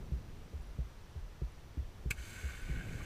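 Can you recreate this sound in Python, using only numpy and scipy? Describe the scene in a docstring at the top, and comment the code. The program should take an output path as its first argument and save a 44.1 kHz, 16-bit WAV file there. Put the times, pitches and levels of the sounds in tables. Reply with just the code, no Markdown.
"""Muffled double knocks thud over a low wash, then a sharp slap, a bright fizz and a deep gurgle.
The place is under water in a lagoon, with the microphone inside a hand-held waterproof case.
The knocks, most likely the holder's pulse, are damped low tones. Some metres away a person plunges in:
a click rings the case resonances, tiny bubbles fizz in them as random clicks and ringing tones,
and larger bubbles gurgle up as rising tones while the cavity closes."""
import sys
import numpy as np
from scipy import signal
from scipy.fft import rfft, irfft
from scipy.io import wavfile

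SR = 44100
rng = np.random.default_rng(int(sys.argv[2]) if len(sys.argv) > 2 else 0)


def wrap_up_sound(samples):
    """Save the sound to the file named by the first command line argument, as 16-bit audio."""
    columns = np.atleast_2d(samples).T
    # keep every value between -1 and 1, then stretch to whole-number steps
    tamed = np.clip(columns, -1, 1)
    steps = np.round(tamed * 32767).astype(np.int16)
    wavfile.write(sys.argv[1], SR, steps)


N = 134505  # samples, about 3 s
SLAP_S = 2.1094  # moment of the slap; fizz and gurgle are silent before it


def undb(db):
    """Decibels to gain."""
    return 10 ** (np.asarray(db) / 20)


def unit(x):
    """Scale to rms 1."""
    return x / np.sqrt(np.mean(x ** 2))


def times():
    """Time of each sample in seconds."""
    return np.arange(N) / SR


def curve(rows, axis=1):
    """Gain over time, drawn in straight dB lines between rows of (time_s, level_db, ..)."""
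    rows = np.array(rows)
    return undb(np.interp(times(), rows[:, 0], rows[:, axis]))


def freqs():
    """Frequency of each spectral bin in Hz, at least 1."""
    return np.maximum(np.arange(N // 2 + 1) * SR / N, 1)


def noise(colour):
    """Noise of rms 1 whose spectrum follows rows of (freq_hz, relative level_db)."""
    hz, db = np.array(colour).T
    gain = undb(np.interp(np.log(freqs()), np.log(hz), db))
    white = rng.standard_normal(N)
    return unit(irfft(rfft(white) * gain, N))


def bump(start, hz, rise, shape, glide=0, glide_s=0.018):
    """A damped low tone that swells for `rise` seconds; with glide it starts sharp and sags to hz."""
    age = np.maximum(times() - start, 0)
    turns = hz * (age + glide * glide_s * (1 - np.exp(-age / glide_s)))
    swell = (age / rise * np.exp(1 - age / rise)) ** shape
    return swell * np.sin(2 * np.pi * turns)


def bubbles(per_s, low_hz, high_hz, cycles, glide, tilt_db, spread_db):
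    """Random bubbles, each a fading tone that rises in pitch; tilt is in dB per octave."""
    out = np.zeros(N + SR)
    for when, size, strength in rng.random((int(per_s * N / SR), 3)):
        hz = low_hz * (high_hz / low_hz) ** size
        age = np.linspace(0, 1, int(cycles * SR / hz))  # share of the bubble's life
        fade = np.exp(-np.log(100) * age)
        tone = np.sin(2 * np.pi * cycles * age * (1 + glide * age)) * fade
        level_db = tilt_db * np.log2(hz / low_hz) + spread_db * strength
        first = int(when * N)
        out[first:first + len(age)] += tone * undb(level_db)
    return unit(out[:N])


# colour of the low wash round the case: freq_hz, relative level_db
WASH_COLOUR = [(12, -6.5), (24, 3), (60, -3.5), (110, -7.5), (210, -19), (380, -21.5), (700, -32),
               (1500, -54)]
# swell of the wash: time_s, level_db
WASH_LEVEL = [(0, -44.5), (.1, -47.5), (.3, -48.5), (.65, -50), (.96, -53), (1.3, -52.5), (1.7, -51.5),
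              (2.0, -49), (2.6, -49), (3.05, -44)]
# colour of the slosh that settles: freq_hz, relative level_db
SLOSH_COLOUR = [(60, -23), (150, 2.5), (400, -11.5), (800, -27), (2000, -59)]
# colour of the steady hiss: freq_hz, relative level_db
HISS_COLOUR = [(100, -1.5), (500, -0.5), (1000, -2), (2000, -6.5), (4000, -11.5), (6000, -15), (8000, -20),
               (11000, -24), (14000, -32)]
# thin electronic whine, steady tones: pitch_hz, level_db (rms)
WHINE_TONES = [(5846, -82.5), (11715, -87), (14626, -83)]
SLOSH_DB, SLOSH_FADE_S, HISS_DB = -54.5, 0.41, -62


def water():
    """Coloured noises make a low wash, a decaying slosh and a hiss; sines make the electronic whine."""
    t = times()
    wash = noise(WASH_COLOUR) * curve(WASH_LEVEL)
    slosh = undb(SLOSH_DB) * noise(SLOSH_COLOUR) * np.exp(-t / SLOSH_FADE_S)
    hiss = undb(HISS_DB) * noise(HISS_COLOUR)
    whine = sum(undb(db) * np.sqrt(2) * np.sin(2 * np.pi * hz * t) for hz, db in WHINE_TONES)
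    return wash + slosh + hiss + whine


# faint bright ticks near the case: start_s, level_db
TICKS = [(.622, -63), (.632, -66), (.652, -70), (.671, -64), (0.695, -64), (.707, -68), (.731, -69),
         (1.11, -68), (1.521, -67), (1.68, -70)]
# colour of the ticks: freq_hz, relative level_db
TICK_COLOUR = [(8000, -30), (9600, -7), (10100, 6), (10700, -8), (12000, -26)]
TICK_FADE_S = 0.0018


def ticks():
    """Tiny high ticks in the quiet water: bursts of narrow noise that start at once and decay."""
    t = times()
    bursts = sum(undb(db) * (t > s) * np.exp(-np.abs(t - s) / TICK_FADE_S) for s, db in TICKS)
    return noise(TICK_COLOUR) * bursts


# pulse knocks, strong and weak in turn:
# start_s, thud_pitch_hz, thud_db, knock_db, tick_pitch_hz, tick_db, scuff_db
BEATS = [(0.118, 58.8, -28.5, -33, 340, -54, -52.5), (.534, 68, -34, -47, 398, -56, -53.5),
         (.785, 58.7, -30, -33.5, 335, -51, -54), (1.156, 71.8, -36.5, -46.5, 390, -63, -57.5),
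         (1.4169, 54, -30.5, -34, 352, -41, -57.5), (1.772, 63, -30.5, -41.5, 266, -38.5, -55.5),
         (2.056, 55.3, -30.5, -34.5, 328, -43.5, -54.5), (2.436, 65, -31, -48.5, 348, -51, -53.5),
         (2.695, 55, -30.5, -31.5, 325, -46, -62)]
# soft nudges of water on the case: start_s, pitch_hz, level_db
NUDGES = [(0.583, 48.4, -40), (0.669, 51.3, -43.5), (0.837, 56, -42.5), (1.212, 39, -38), (1.791, 100, -41),
          (1.841, 29.5, -37.5), (2.176, 59, -38.5), (2.616, 32, -34.5), (2.759, 43.7, -35)]
# colour of the scuff at the front of each beat: freq_hz, relative level_db
SCUFF_COLOUR = [(60, -9), (200, 0), (450, 2.5), (700, -15), (1400, -37)]
THUD_RISE_S, THUD_SHAPE, THUD_GLIDE = 0.018, 1.31, 0.15  # glide: share of pitch added at the start
KNOCK_HZ, KNOCK_RISE_S, KNOCK_SHAPE = 139.1, 0.0058, 1.0
BEAT_TICK_RISE_S, BEAT_TICK_SHAPE = 0.0021, 0.78
SCUFF_LEAD_S, SCUFF_FADE_S = 0.004, 0.02


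def pulse():
    """Each beat is a deep thud with a shorter knock, tick and scuff; water nudges the case in between."""
    out, scuff, t = 0, noise(SCUFF_COLOUR), times()
    for s, hz, thud_db, knock_db, tick_hz, tick_db, scuff_db in BEATS:
        scuff_swell = np.exp(-np.abs(t - s) / np.where(t < s, SCUFF_LEAD_S, SCUFF_FADE_S))
        # the thud pushes the opposite way to the knock and tick
        out = out - undb(thud_db) * bump(s, hz, THUD_RISE_S, THUD_SHAPE, THUD_GLIDE)
        out = out + undb(knock_db) * bump(s, KNOCK_HZ, KNOCK_RISE_S, KNOCK_SHAPE)
        out = out + undb(tick_db) * bump(s, tick_hz, BEAT_TICK_RISE_S, BEAT_TICK_SHAPE)
        out = out + undb(scuff_db) * scuff * scuff_swell
    nudges = sum(undb(db) * bump(s, hz, THUD_RISE_S, THUD_SHAPE) for s, hz, db in NUDGES)
    return out - nudges


# level of the large bubbles: time_s, level_db
GURGLE_LEVEL = [(2.15, -84), (2.35, -55), (2.55, -71), (2.68, -52), (2.78, -48), (2.92, -46.5),
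                (3.05, -52.5)]


def gurgle():
    """The air cavity breaks into large bubbles; the deep ones are loudest on the whole."""
    large = bubbles(per_s=650, low_hz=100, high_hz=760, cycles=7.3, glide=0.12, tilt_db=-3.5, spread_db=14)
    return large * curve(GURGLE_LEVEL) * (times() > SLAP_S)


# single bubbles that stand out of the cloud: start_s, pitch_hz, level_db (before onset and fade)
BLIPS = [(2.615, 9300, -56), (2.69, 2320, -47), (2.809, 1576, -38.5), (2.89, 2380, -44),
         (2.925, 6520, -53.5), (3.005, 1150, -44.5), (3.033, 6430, -51.5)]
BLIP_RISE_S, BLIP_FADE_S = 0.0018, 0.02  # the fade is the time to fall 30-fold
BLIP_GLIDE = 0.014


def blips():
    """Nearer bubbles ring alone for a moment, rising slightly in pitch."""
    out = 0
    for s, hz, db in BLIPS:
        age = np.clip(times() - s, 0, 2 * BLIP_FADE_S)
        envelope = (1 - np.exp(-age / BLIP_RISE_S)) * np.exp(-np.log(30) * age / BLIP_FADE_S)
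        turns = hz * age * (1 + BLIP_GLIDE * age / BLIP_FADE_S)
        out = out + undb(db) * envelope * np.sin(2 * np.pi * turns)
    return out


# resonances of the case: pitch_hz, width_hz, fizz_db, slap_db (both levels relative)
CASE = [(1150, 120, -11, -10), (1516, 126, 3, 3), (1650, 140, -3, -9), (1862, 66, -2, -21),
        (2210, 132, 2, 2.5), (2306, 120, -6, 3), (2552, 130, -5, 5), (2770, 120, -8.5, -6),
        (3020, 260, -8.5, -15), (3570, 210, -9.5, -14), (4130, 250, -11, -13), (4690, 340, -13.5, -13),
        (6400, 670, -12, -16.5), (7600, 450, -9.5, -10), (9260, 1200, -17.5, -16.5),
        (11000, 1300, -28.5, -22), (13200, 920, -21, -22)]


def case_gain(axis):
    """Response of the case: its resonances add in power."""
    power = 0
    for row in CASE:
        offset = (freqs() - row[0]) / row[1]
        power = power + undb(2 * row[axis]) / (1 + 2 * offset ** 2) ** 2
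    return np.sqrt(power)


def ring(x, gain):
    """Pass x through the causal, minimum-phase filter that has this gain."""
    cepstrum = irfft(np.log(gain + 1e-9), N)
    # folding the cepstrum onto positive time makes the filter ring only after its input
    cepstrum[1:N // 2] *= 2
    cepstrum[N // 2 + 1:] = 0
    return irfft(rfft(x) * np.exp(rfft(cepstrum)), N)


def pops(per_s, spread_db=2):
    """Random clicks of either sign, many small and a few large."""
    chance, size, sign = rng.random(N), rng.exponential(size=N), rng.choice([-1, 1], N)
    return (chance < per_s / SR) * sign * undb(spread_db * np.minimum(size, 5))


# bubble cloud: time_s, coarse_db (fizz below the split), fine_db (its treble)
CLOUD = [(2.13, -78, -62), (2.158, -65, -70), (2.18, -56, -60.5), (2.3, -55.5, -56.5), (2.42, -53, -58.5),
         (2.53, -51.5, -59.5), (2.63, -56.5, -63), (2.71, -52, -63), (2.83, -54, -65), (2.93, -56.5, -63),
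         (3.05, -53.5, -62.5)]
FIZZ_SPLIT_HZ, FIZZ_BED_DB = 3280, -23  # the bed is a broad response under the resonances
COARSE_PER_S, FINE_PER_S = 2200, 9000
RING_SHARE = 0.14  # share of the coarse fizz's power from bubbles that ring for many cycles


def fizz():
    """Thousands of tiny bubbles click into the case and some ring on; the finest die away first."""
    gain = case_gain(axis=2) + undb(FIZZ_BED_DB) / (1 + freqs() / 6000)
    low = 1 / (1 + (freqs() / FIZZ_SPLIT_HZ) ** 12)  # power share below the split
    tones = bubbles(per_s=260, low_hz=1108, high_hz=3244, cycles=47, glide=0.03, tilt_db=3, spread_db=21)
    ringing = unit(ring(tones, gain))
    clicks = unit(ring(pops(COARSE_PER_S), gain * np.sqrt(low)))
    coarse = np.sqrt(1 - RING_SHARE) * clicks + np.sqrt(RING_SHARE) * ringing
    fine = unit(ring(pops(FINE_PER_S), gain * np.sqrt(1 - low)))
    cloud = coarse * curve(CLOUD, axis=1) + fine * curve(CLOUD, axis=2)
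    return cloud * (times() > SLAP_S)


# colour of the spray as the surface tears: freq_hz, relative level_db
SPRAY_COLOUR = [(200, -6), (400, 14.5), (600, -13), (950, 1), (1500, 3.5), (2500, 6), (4000, 0.5),
                (5800, -7), (6900, -3), (7400, 7), (7800, 8), (8300, -3), (11000, -4.5), (15000, -6)]
TEAR_S = 2.104  # the surface first breaks
SPRAY_DB, SPRAY_RISE_S, SPRAY_FALL_S = -35.5, 0.0033, 0.0048
SPRAY_LEAD_S = 0.00071  # the spray peaks this long before the slap
SLAP_DB, SLAP_RING_S = -21, 0.016  # level is the peak before the echo joins
ECHO_S, ECHO_DB = 0.00465, -3.5  # the slap returns from the bed
PUSH_HZ, PUSH_RISE_S, PUSH_DB = 85, 0.002, -28.5
SCATTER_DB, SCATTER_S = -35, 0.0096


def plunge():
    """The surface tears into a slap and a push of water; the case rings, with an echo and a short scatter."""
    t = times()
    from_peak, after = t - SLAP_S + SPRAY_LEAD_S, np.maximum(t - SLAP_S, 0)
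    spray_swell = np.exp(-np.abs(from_peak) / np.where(from_peak < 0, SPRAY_RISE_S, SPRAY_FALL_S))
    spray = noise(SPRAY_COLOUR) * (t > TEAR_S) * spray_swell
    gain = case_gain(axis=3)
    click = 1.0 * (np.arange(N) == int(SLAP_S * SR))
    slap = ring(click, gain) * np.exp(-after / SLAP_RING_S)
    slap = slap / np.abs(slap).max()
    slap = slap + undb(ECHO_DB) * np.roll(slap, int(ECHO_S * SR))
    push = bump(SLAP_S - PUSH_RISE_S, PUSH_HZ, PUSH_RISE_S, shape=0.73)
    scatter = unit(ring(rng.standard_normal(N), gain)) * (t > SLAP_S) * np.exp(-after / SCATTER_S)
    return undb(SPRAY_DB) * spray + undb(SLAP_DB) * slap + undb(PUSH_DB) * push + undb(SCATTER_DB) * scatter


def scene():
    """All sources, background first, at the one microphone in the case."""
    return (water() + ticks() + pulse() + gurgle() + blips() + fizz() + plunge())[None]


def record(dry):
    """The recorder cuts steeply above 15.3 kHz."""
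    top_cut = signal.ellip(10, 0.2, 70, 15300, fs=SR, output="sos")
    return signal.sosfilt(top_cut, dry)


dry = scene()
out = record(dry)
wrap_up_sound(out)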